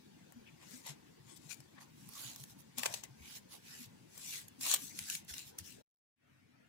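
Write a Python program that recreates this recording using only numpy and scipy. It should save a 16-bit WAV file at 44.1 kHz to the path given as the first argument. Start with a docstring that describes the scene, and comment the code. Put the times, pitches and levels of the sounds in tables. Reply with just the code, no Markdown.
"""Cling film is picked up, stretched over a glass bowl and smoothed down round the rim, close to two
microphones. It rustles in dense tiny stick-slips; creases snap through, rubbed taut patches ring, and soft low
bumps sound over a quiet kitchen's rumble. At 5.8 s all falls silent for about 0.4 s; then only calmer room air
is heard."""
import sys
import numpy as np
from scipy import signal
from scipy.fft import rfft, irfft, next_fast_len
from scipy.io import wavfile
from scipy.ndimage import uniform_filter1d

SR = 44100
rng = np.random.default_rng(int(sys.argv[2]) if len(sys.argv) > 2 else 0)


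def master_out(mix):
    """Clip the mix to full scale and print it as 16-bit PCM to the path in sys.argv[1]."""
    frames = np.transpose(np.atleast_2d(mix))
    ceiling = np.clip(frames, -1, 1)
    pcm = np.round(ceiling * 32767).astype(np.int16)
    wavfile.write(sys.argv[1], SR, pcm)


N = 294973
TIME = np.arange(N) / SR


def rustle(hands, per_s=7500, spread_db=2.0, clump_db=1, trim_db=4.5, spots=20):
    """Many spots of film stick and slip, in clumps of a few milliseconds."""
    level_db, bright_db, flap_db, side_db = hands
    clumps = evened(uniform_filter1d(rng.standard_normal(N), size=220))
    train = slips(N, per_s, spread_db) * gain_of(clump_db * clumps)
    spot = rng.integers(0, spots, N)
    x = sum(signal.oaconvolve((train * (spot == k))[None], crease(), axes=1)[:, :N]
            for k in range(spots))
    x = folding(x)
    x /= np.sqrt(uniform_filter1d(x ** 2, size=900, axis=1) + 1e-9)  # the pull alone sets the power
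    return film(x, bright_db, flap_db, side_db) * gain_of(level_db + trim_db)


def snaps(hands, per_s=9000, spread_db=2.5, tick=4.5, trim_db=4.0, lead_ms=0.7, size=2048):
    """A crease gives way: one tick in a short avalanche of slips; the sheet flaps if slack."""
    # t/s, length/ms, level/dB before trim, brightness/(dB/octave), left-right/dB
    large_snaps = [(0.3228, 0.66, -44, 20, 18), (0.8678, 0.94, -39, 12, -2), (1.544, 1.2, -42.5, 7, 16),
                   (1.6044, 3.2, -51, 3, 3), (2.0907, 1.3, -40, 15, -10), (2.3609, 1.4, -39, 7.5, -2),
                   (2.4392, 1.3, -38.5, 2.5, 1), (2.7845, 6, -33.5, 4, 7), (2.7944, 4.7, -37.5, 3, 2.5),
                   (2.8338, 2.4, -27.5, -3, 6), (2.8582, 0.49, -20, -3, -0.5), (2.8612, 5.7, -27.5, -1, 1),
                   (2.9402, 1.1, -27, -2, 8), (2.9441, 2, -32.5, 3, 5), (3.0376, 3.6, -38.5, 0, 13),
                   (4.1785, 3.4, -43.5, 6, 11), (4.4833, 4.6, -47.5, 9.5, 0.5),
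                   (4.6113, 1.55, -32, 2.5, 9.5), (4.6345, 2.4, -37, 5.5, -4), (4.6556, 5, -36, 1.5, -1),
                   (4.6663, 6.5, -33, 2.8, 2.5), (4.7145, 3.1, -24.5, 4, 14), (4.7392, 2, -20.5, 3, 8),
                   (4.7432, 6, -22, 2.5, -2), (4.7632, 3.6, -36.5, -1.4, -3), (4.9904, 2.8, -31, -0.5, 0),
                   (5.1004, 2.7, -28, 0.8, 2), (5.152, 1.04, -26.5, 2, 5), (5.2493, 1.2, -51, 12, 3),
                   (5.3399, 6.2, -40.5, -0.8, 5), (5.382, 0.87, -34.5, -1, 5), (5.3932, 1.1, -37, 4, 3),
                   (5.5866, 3.5, -35, 6, 9)]
    out = np.zeros((2, N))
    ms = (np.arange(size) - size // 4) * 1000 / SR
    for s, length_ms, level_db, bright_db, side_db in large_snaps + crinkles(hands):
        flap_db = min(hands[2, int(s * SR)] - 3, -9)  # less flap than the stroke
        avalanche = np.exp(-(2 * ms / length_ms) ** 2) + 0.076 * np.exp(-abs(ms / length_ms))
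        train = slips(size, per_s, spread_db) * avalanche
        train[size // 4] += tick
        x = signal.fftconvolve(train[None], crease(), axes=1)[:, :size]
        packed = np.sqrt(length_ms / np.ptp(ms))  # energy lies within the snap's length
        snap = gain_of(level_db + trim_db) * packed * film(x, bright_db, flap_db, side_db)
        add(out, s + (ms[0] - lead_ms) / 1000, snap)
    return out


def crinkles(hands, per_s=18, length_ms=1.2, threshold_db=-62.5, count=200):
    """Rows of small random snaps, a little louder and brighter than the stroke that frees them."""
    rows = []
    for when, chance, strength, across in rng.random((count, 4)):
        level_db, bright_db, _, side_db = hands[:, int(when * N)]
        if level_db > threshold_db and chance < per_s * TIME[-1] / count:
            snap_db = level_db + 1 + 5 * strength
            rows.append((when * TIME[-1], length_ms, snap_db, bright_db + 4.5, side_db + 15 * across))
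    return rows


def swishes(width_share=0.24, side_db=5, per_s=2500, spread_db=3, size=8192):
    """Slips on a taut patch drive one broad resonance that glides with the film's tension."""
    # middle t/s, length/s, level/dB, start f/Hz, end f/Hz
    rubs = [(0.48, 0.06, -51, 3030, 2300), (0.891, 0.1, -52, 1100, 600), (1.33, 0.13, -56, 8200, 8500),
            (1.819, 0.034, -57.5, 1190, 690), (2.861, 0.011, -35, 600, 520), (2.9, 0.12, -48.5, 640, 700),
            (3.256, 0.19, -57, 2190, 2500), (3.744, 0.098, -54.5, 1780, 1780),
            (4.34, 0.077, -43, 2993, 1985), (4.388, .11, -53.5, 1947, 1750),
            (4.666, 0.037, -40.5, 1150, 845), (4.913, 0.048, -53, 2300, 2000),
            (5.105, 0.11, -48, 1464, 1700), (5.3, 0.043, -48.5, 1900, 1550),
            (5.589, 0.023, -48.5, 1676, 1650)]
    out = np.zeros((2, N))
    t = (np.arange(size) - size // 2) / SR
    for s, length_s, level_db, start_hz, end_hz in rubs:
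        along = np.clip(t / length_s + 0.5, 0, 1)
        glide_hz = start_hz * (end_hz / start_hz) ** along
        carrier = np.exp(2j * np.pi * np.cumsum(glide_hz) / SR)
        pole = np.exp(-np.pi * width_share * start_hz / SR)
        drive = signal.fftconvolve(slips(size, per_s, spread_db)[None], crease(), axes=1)[:, :size]
        ring = (carrier * signal.lfilter([1], np.poly([pole, pole]), drive / carrier)).real
        ring /= ring.std(axis=1, keepdims=True)
        add(out, s + t[0], gain_of(level_db) * ring * np.sin(np.pi * along) ** 2 * panned(side_db))
    return out


def handling(held_s=(0.36, 5.82), stir_db=-80, edge_db=13.5, roundness=1.94):
    """Level, brightness, flap and side over time: strokes swell and fade; the strongest sets the colour."""
    # peak t/s, swell/s, fade/s, level/dB, brightness/(dB/octave), flap/dB, left-right/dB
    strokes = [ (.64, 0.05, 0.026, -61, -3.5, -2, 4), (.735, 0.094, 0.11, -53.5, 0, -16, 5),
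               (0.883, .04, .048, -46.5, -2, -10.5, 3.5), (1.305, 0.054, 0.048, -59.5, -0.5, -13, 7),
               (1.368, 0.012, 0.015, -53.5, 3.5, -21, 18), (1.48, 0.097, 0.15, -61.5, 1.5, -11, 11),
               (1.513, .022, 0.03, -43, -1.5, -18.5, 24), (1.788, 0.024, 0.012, -61.5, -18, 3.5, 4),
               (1.813, 0.014, 0.041, -56, -0.5, -4.5, -2), (2.02, 0.075, 0.28, -61.5, 3, -13, -2),
               (2.23, 0.12, 0.13, -45, 2, -15, -3), (2.4, 0.032, 0.059, -52, 5, -16.5, -1),
               (2.51, 0.054, .03, -57, 3, -18, -0.5), (2.601, 0.023, 0.0252, -57, 4.5, -15.5, -4.5),
               (2.787, 0.013, 0.019, -39.5, -1.5, -10, 3.5), (2.852, 0.07, 0.043, -44, 3, -8, 4.5),
               (2.934, 0.092, 0.081, -48.5, 0, -10, 1.5), (3.04, 0.0084, 0.02, -49.5, -2, -10.5, -1),
               (3.324, 0.12, 0.039, -51, 0.5, -17.5, -3.5), (3.366, 0.031, 0.028, -47, 0, -20, -2.5),
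               (3.533, 0.037, 0.054, -51, 1.5, -13, -4), (3.715, .09, 0.14, -52, -1, -20, -2.5),
               (3.84, 0.11, 0.028, -51.5, 2.5, -28, 1), (4.21, 0.095, 0.16, -52.5, 2.5, -13.5, 3),
               (4.337, .13, 0.096, -42.5, 1, -28, 1.5), (4.64, 0.032, 0.078, -38, 2.5, -21.5, -1),
               (4.728, 0.081, .042, -31.5, 1.5, -15, 1), (4.84, .1, 0.092, -46, 3.5, -30.5, 5),
               (5, 0.068, 0.095, -45.5, -0.5, -30, 0.5), (5.125, 0.075, 0.07, -41, 1.5, -32, 0),
               (5.298, 0.019, 0.04, -44.5, 1, -38, -2), (5.38, 0.073, 0.071, -46.5, 1.5, -25, 0.5),
               (5.485, 0.055, 0.031, -51.5, 2.5, -25, -1), (5.594, 0.013, 0.024, -48, 1.5, -35, -3),
               (5.67, 0.044, 0.1, -51.5, 0, -33, 5)]
    t = TIME[::32]
    held = (t > held_s[0]) & (t < held_s[1])
    powers = [gain_of(stir_db) ** 2 * held + 1e-14]  # held film stirs between strokes
    colours = [(-0.5, 1.5, 3.5)]  # the stir's brightness, flap, side
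    for peak_s, swell_s, fade_s, level_db, *colour in strokes:
        away = abs((t - peak_s) / np.where(t < peak_s, swell_s, fade_s))
        powers.append(gain_of(level_db - edge_db * away ** roundness) ** 2)
        colours.append(colour)
    total = np.sum(powers, axis=0)
    blend = np.transpose(colours) @ powers / total
    return np.array([np.interp(TIME, t, curve) for curve in (10 * np.log10(total), *blend)])


def slips(size, per_s, spread_db):
    """A random train of tiny slips, mostly small, a few large."""
    strength = gain_of(spread_db * np.minimum(rng.exponential(1, size), 5.5))
    return strength * rng.choice([-1, 1], size) * (rng.random(size) < per_s / SR)


def crease(flutter_ms=0.52, bowl_ms=3.8, lag_ms=0.85, scatter_hz=1500, size=900):
    """Response of one spot of film: a tick, a brief flutter, then scatter from bowl and counter."""
    ms = np.arange(size) * 1000 / SR
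    own, shared = rng.standard_normal((2, size)), rng.standard_normal(size)
    flutter = 0.27 * (own + shared) / np.sqrt(2) * np.exp(-ms / flutter_ms)
    scatter = 0.12 * own * np.exp(-ms / bowl_ms)
    highpass = signal.butter(1, scatter_hz, "high", fs=SR)  # long waves hardly scatter
    response = signal.lfilter(*highpass, flutter + scatter)
    response[:, 0] += 1
    lag = int(lag_ms * rng.uniform(0.7, 1.3) * SR / 1000)  # left microphone is further away
    response[0] = np.pad(response[0], (lag, 0))[:size]
    return response / np.linalg.norm(response, axis=1, keepdims=True)


def film(x, bright_db, flap_db, side_db, lean_db=-3.5):
    """Tight film sounds bright, its top octaves leaning right; slack film adds a lower papery flap."""
    # radiated spectra: f/Hz, level/dB
    crease_spectrum = [(1150, -27.5), (1450, -7), (1700, -5), (2100, -2.5), (2800, 0.5), (4600, 0),
                       (6500, 1), (8000, 0.5), (9500, -5.5), (11000, -3), (13200, -10.5), (15000, -3.5),
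                       (16000, -17.5)]
    sheet_spectrum = [(280, -33.5), (420, -12.5), (560, -1), (720, -2.5), (900, -3), (1150, -2.5),
                      (1400, -13.5), (1800, -15)]
    crackle = evened(shaped(x, crease_spectrum))
    bands = [(octave, gain_of(bright_db * octave), band) for octave, band in octaves(crackle)]
    power = sum(gain ** 2 * np.mean(band * crackle) for _, gain, band in bands)
    tilted = sum(gain * band * panned(side_db + lean_db * octave) for octave, gain, band in bands)
    flap = gain_of(flap_db) * evened(shaped(x, sheet_spectrum)) * panned(side_db)
    return tilted / np.sqrt(power) + flap


def folding(x, shared_db=3.0, own_db=2):
    """As the folds change shape, the film's resonances come and go."""
    z = signal.stft(x, nperseg=512)[2]
    shared, own = patches(z.shape[1:], 9, 6), patches(z.shape, 12, 3)
    return signal.istft(z * gain_of(shared_db * shared + own_db * own), nperseg=512)[1][:, :N]


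def ears(x):
    """The right microphone is dull around 8 kHz, the left one around 12 kHz."""
    # f/Hz, left-right/dB
    balance = [(400, 4.5), (1000, 1), (2200, 1), (4200, -1), (6000, 1), (8000, 11), (10000, -0.5),
               (12000, -5), (15500, 3)]
    size = next_fast_len(N)
    side_db = read(balance, np.fft.rfftfreq(size, 1 / SR))
    return irfft(rfft(x, size) * panned(side_db), size)[:, :N]


def bumps(rise_s=0.0089, trim_db=3, side_db=4, lag_hz_per_rad=170):
    """Soft low bumps: damped low thuds that swell and die within a few cycles."""
    # t/s, level/dB before trim, f/Hz
    thuds = [(0.371, -45.5, 240), (0.747, -46.5, 249), (0.907, -44, 145), (1.21, -53, 140),
             (1.459, -50.5, 148), (1.603, -49, 136), (2.261, -49, 129), (2.415, -47.5, 133),
             (2.788, -42.5, 242.5), (3.112, -50, 129), (3.212, -51, 75), (3.809, -47, 238),
             (3.876, -51.5, 116), (4.596, -48.5, 262), (4.67, -52, 298), (4.831, -49.5, 273),
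             (5.019, -54.5, 86), (5.321, -51, 71), (5.614, -48.5, 89.1)]
    out = np.zeros((2, N))
    t = np.arange(SR // 6) / SR
    swell = (t / rise_s / 2) ** 2 * np.exp(2 - t / rise_s)
    for s, level_db, hz in thuds:
        phase = 2 * np.pi * (hz * t + rng.random()) - np.array([[hz / lag_hz_per_rad], [0]])
        add(out, s - 2 * rise_s, gain_of(level_db + trim_db) * swell * np.sin(phase) * panned(side_db))
    return out


def kitchen(x, gap_s=0.00057):
    """A short diffuse reverberation whose treble dies first."""
    # f/Hz, t60/s
    decay = [(300, .3), (2000, 0.32), (7000, 0.13), (15000, 0.13)]
    hz, t, z = signal.stft(rng.standard_normal((2, SR // 2)), SR, nperseg=256)
    tail = signal.istft(z * gain_of(-60 * t / read(decay, hz)[:, None]), SR, nperseg=256)[1]
    tail *= np.arange(tail.shape[1]) / SR > gap_s
    return signal.fftconvolve(x, tail / np.linalg.norm(tail[0]), axes=1)[:, :N]


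def air(spectrum, level_db, patchy_db, bass_patchy_db, side_db=3, bass_hz=350, left_lag_ms=0.96):
    """Room noise with a lumpy rumble, alike in both microphones only in the bass."""
    # f/Hz, left-right coherence
    coherence = [(40, .55), (130, .9), (290, .85), (640, .6), (1400, .25), (15000, .05)]
    hz = np.fft.rfftfreq(1024, 1 / SR)
    shape = (len(hz), N // 256 + 5)
    noise = rng.standard_normal((4, *shape))
    left, own = noise[::2] + 1j * noise[1::2]
    bass_db = bass_patchy_db * patches(shape, 7, 2)
    lumps_db = np.where(hz[:, None] < bass_hz, bass_db, patchy_db * patches(shape, 8, 5))
    same = (read(coherence, hz) * np.exp(2j * np.pi * hz * left_lag_ms / 1000))[:, None]
    z = np.array([left, same * left + np.sqrt(1 - abs(same) ** 2) * own])
    z *= gain_of(read(spectrum, hz)[:, None] + lumps_db) / np.sqrt(1 + same.real)
    x = signal.istft(z, nperseg=1024, noverlap=768)[1][:, :N] * panned(side_db)
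    return gain_of(level_db) * x / x.mean(0).std()


def whine(hz=885, width_hz=45, level_db=-82):
    """A faint fuzzy tone in the room, perhaps a fan."""
    resonance = signal.iirpeak(hz, hz / width_hz, SR)
    return gain_of(level_db) * evened(signal.lfilter(*resonance, rng.standard_normal((2, N))))


def gain_of(db):
    """Decibels to amplitude."""
    return 10 ** (np.asarray(db) / 20)


def evened(x):
    """Scales to unit rms."""
    return x / np.sqrt(np.mean(x ** 2) + 1e-20)


def read(points, hz):
    """Interpolates on a log-frequency axis."""
    f, value = np.transpose(points)
    return np.interp(np.log(hz + 1), np.log(f + 1), value)


def add(mix, s, sound):
    """Mixes a stereo sound in at time s."""
    part = mix[:, max(round(s * SR), 0):][:, :sound.shape[1]]
    part += sound[:, :part.shape[1]]


def panned(side_db):
    """Two gains of constant total power."""
    pair = gain_of(np.array([[0.5], [-0.5]]) * side_db)
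    return pair / np.sqrt((pair ** 2).mean(0))


def shaped(x, points):
    """Filters by a spectrum with 12 dB/octave skirts."""
    size = next_fast_len(x.shape[1])
    hz = np.fft.rfftfreq(size, 1 / SR)
    skirts = np.minimum(hz / points[0][0], 1) * np.minimum(points[-1][0] / (hz + 1), 1)
    return irfft(rfft(x, size) * gain_of(read(points, hz)) * skirts ** 2, size)[:, :x.shape[1]]


def octaves(x, middle_hz=5600):
    """Four overlapping bands: (octaves above the middle, band)."""
    size = next_fast_len(x.shape[1])
    place = np.log2((np.fft.rfftfreq(size, 1 / SR) + 1) / middle_hz)
    centres = np.arange(4) - 1.5
    z = rfft(x, size)
    return [(c, irfft(z * np.interp(place, centres, centres == c), size)[:, :x.shape[1]])
            for c in centres]


def patches(shape, frames, bins):
    """A smooth random field over time and frequency, unit rms."""
    slow = uniform_filter1d(rng.standard_normal(shape), frames, axis=-1)
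    return evened(uniform_filter1d(slow, bins, axis=-2))


def scene(rustle_room_db=-15, snap_room_db=-14, calm_from_s=6):
    """Film and hands in the kitchen; the air is calmer after the silence."""
    # room air spectra: f/Hz, relative level/dB
    busy_spectrum = [(15, -52), (25, -22), (27, -44.5), (53, -35), (68, -20), (141, 0), (242, -6),
                     (641, -25.5), (887, -20.5), (1260, -27.5), (1520, -22.5), (6050, -28.5), (13600, -38),
                     (14800, -33), (16000, -40.5)]
    calm_spectrum = [(15, -71), (25, -44.5), (92, -25), (108, -9), (134, -4), (175, -12), (256, -9),
                     (373, -27), (988, -28.5), (1440, -24), (1740, -24), (2410, -24.5), (3920, -34),
                     (16000, -46.5)]
    hands = handling()
    busy = air(busy_spectrum, level_db=-57.5, patchy_db=3.0, bass_patchy_db=3.0) + whine()
    calm = air(calm_spectrum, level_db=-68, patchy_db=3.5, bass_patchy_db=1.0)
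    low = bumps() + np.where(TIME > calm_from_s, calm, busy)
    sliding = rustle(hands) + swishes()
    snapping = snaps(hands)
    room = kitchen(gain_of(rustle_room_db) * sliding + gain_of(snap_room_db) * snapping)
    return ears(sliding + snapping + room) + low


def record(dry, edge_hz=15900):
    """Overall gain with a brief silence, then the band limit."""
    # t/s, gain
    gain_curve = [(5.812, 0.48), (5.824, 0.0034), (6.158, 0.0021), (6.22, 0.29), (6.3, 0.74)]
    gain = np.interp(TIME, *np.transpose(gain_curve))
    lowpass = signal.firwin(255, edge_hz, window=("kaiser", 9), fs=SR)
    return signal.oaconvolve(dry * gain, lowpass[None], "same")


dry = scene()
out = record(dry)
master_out(out)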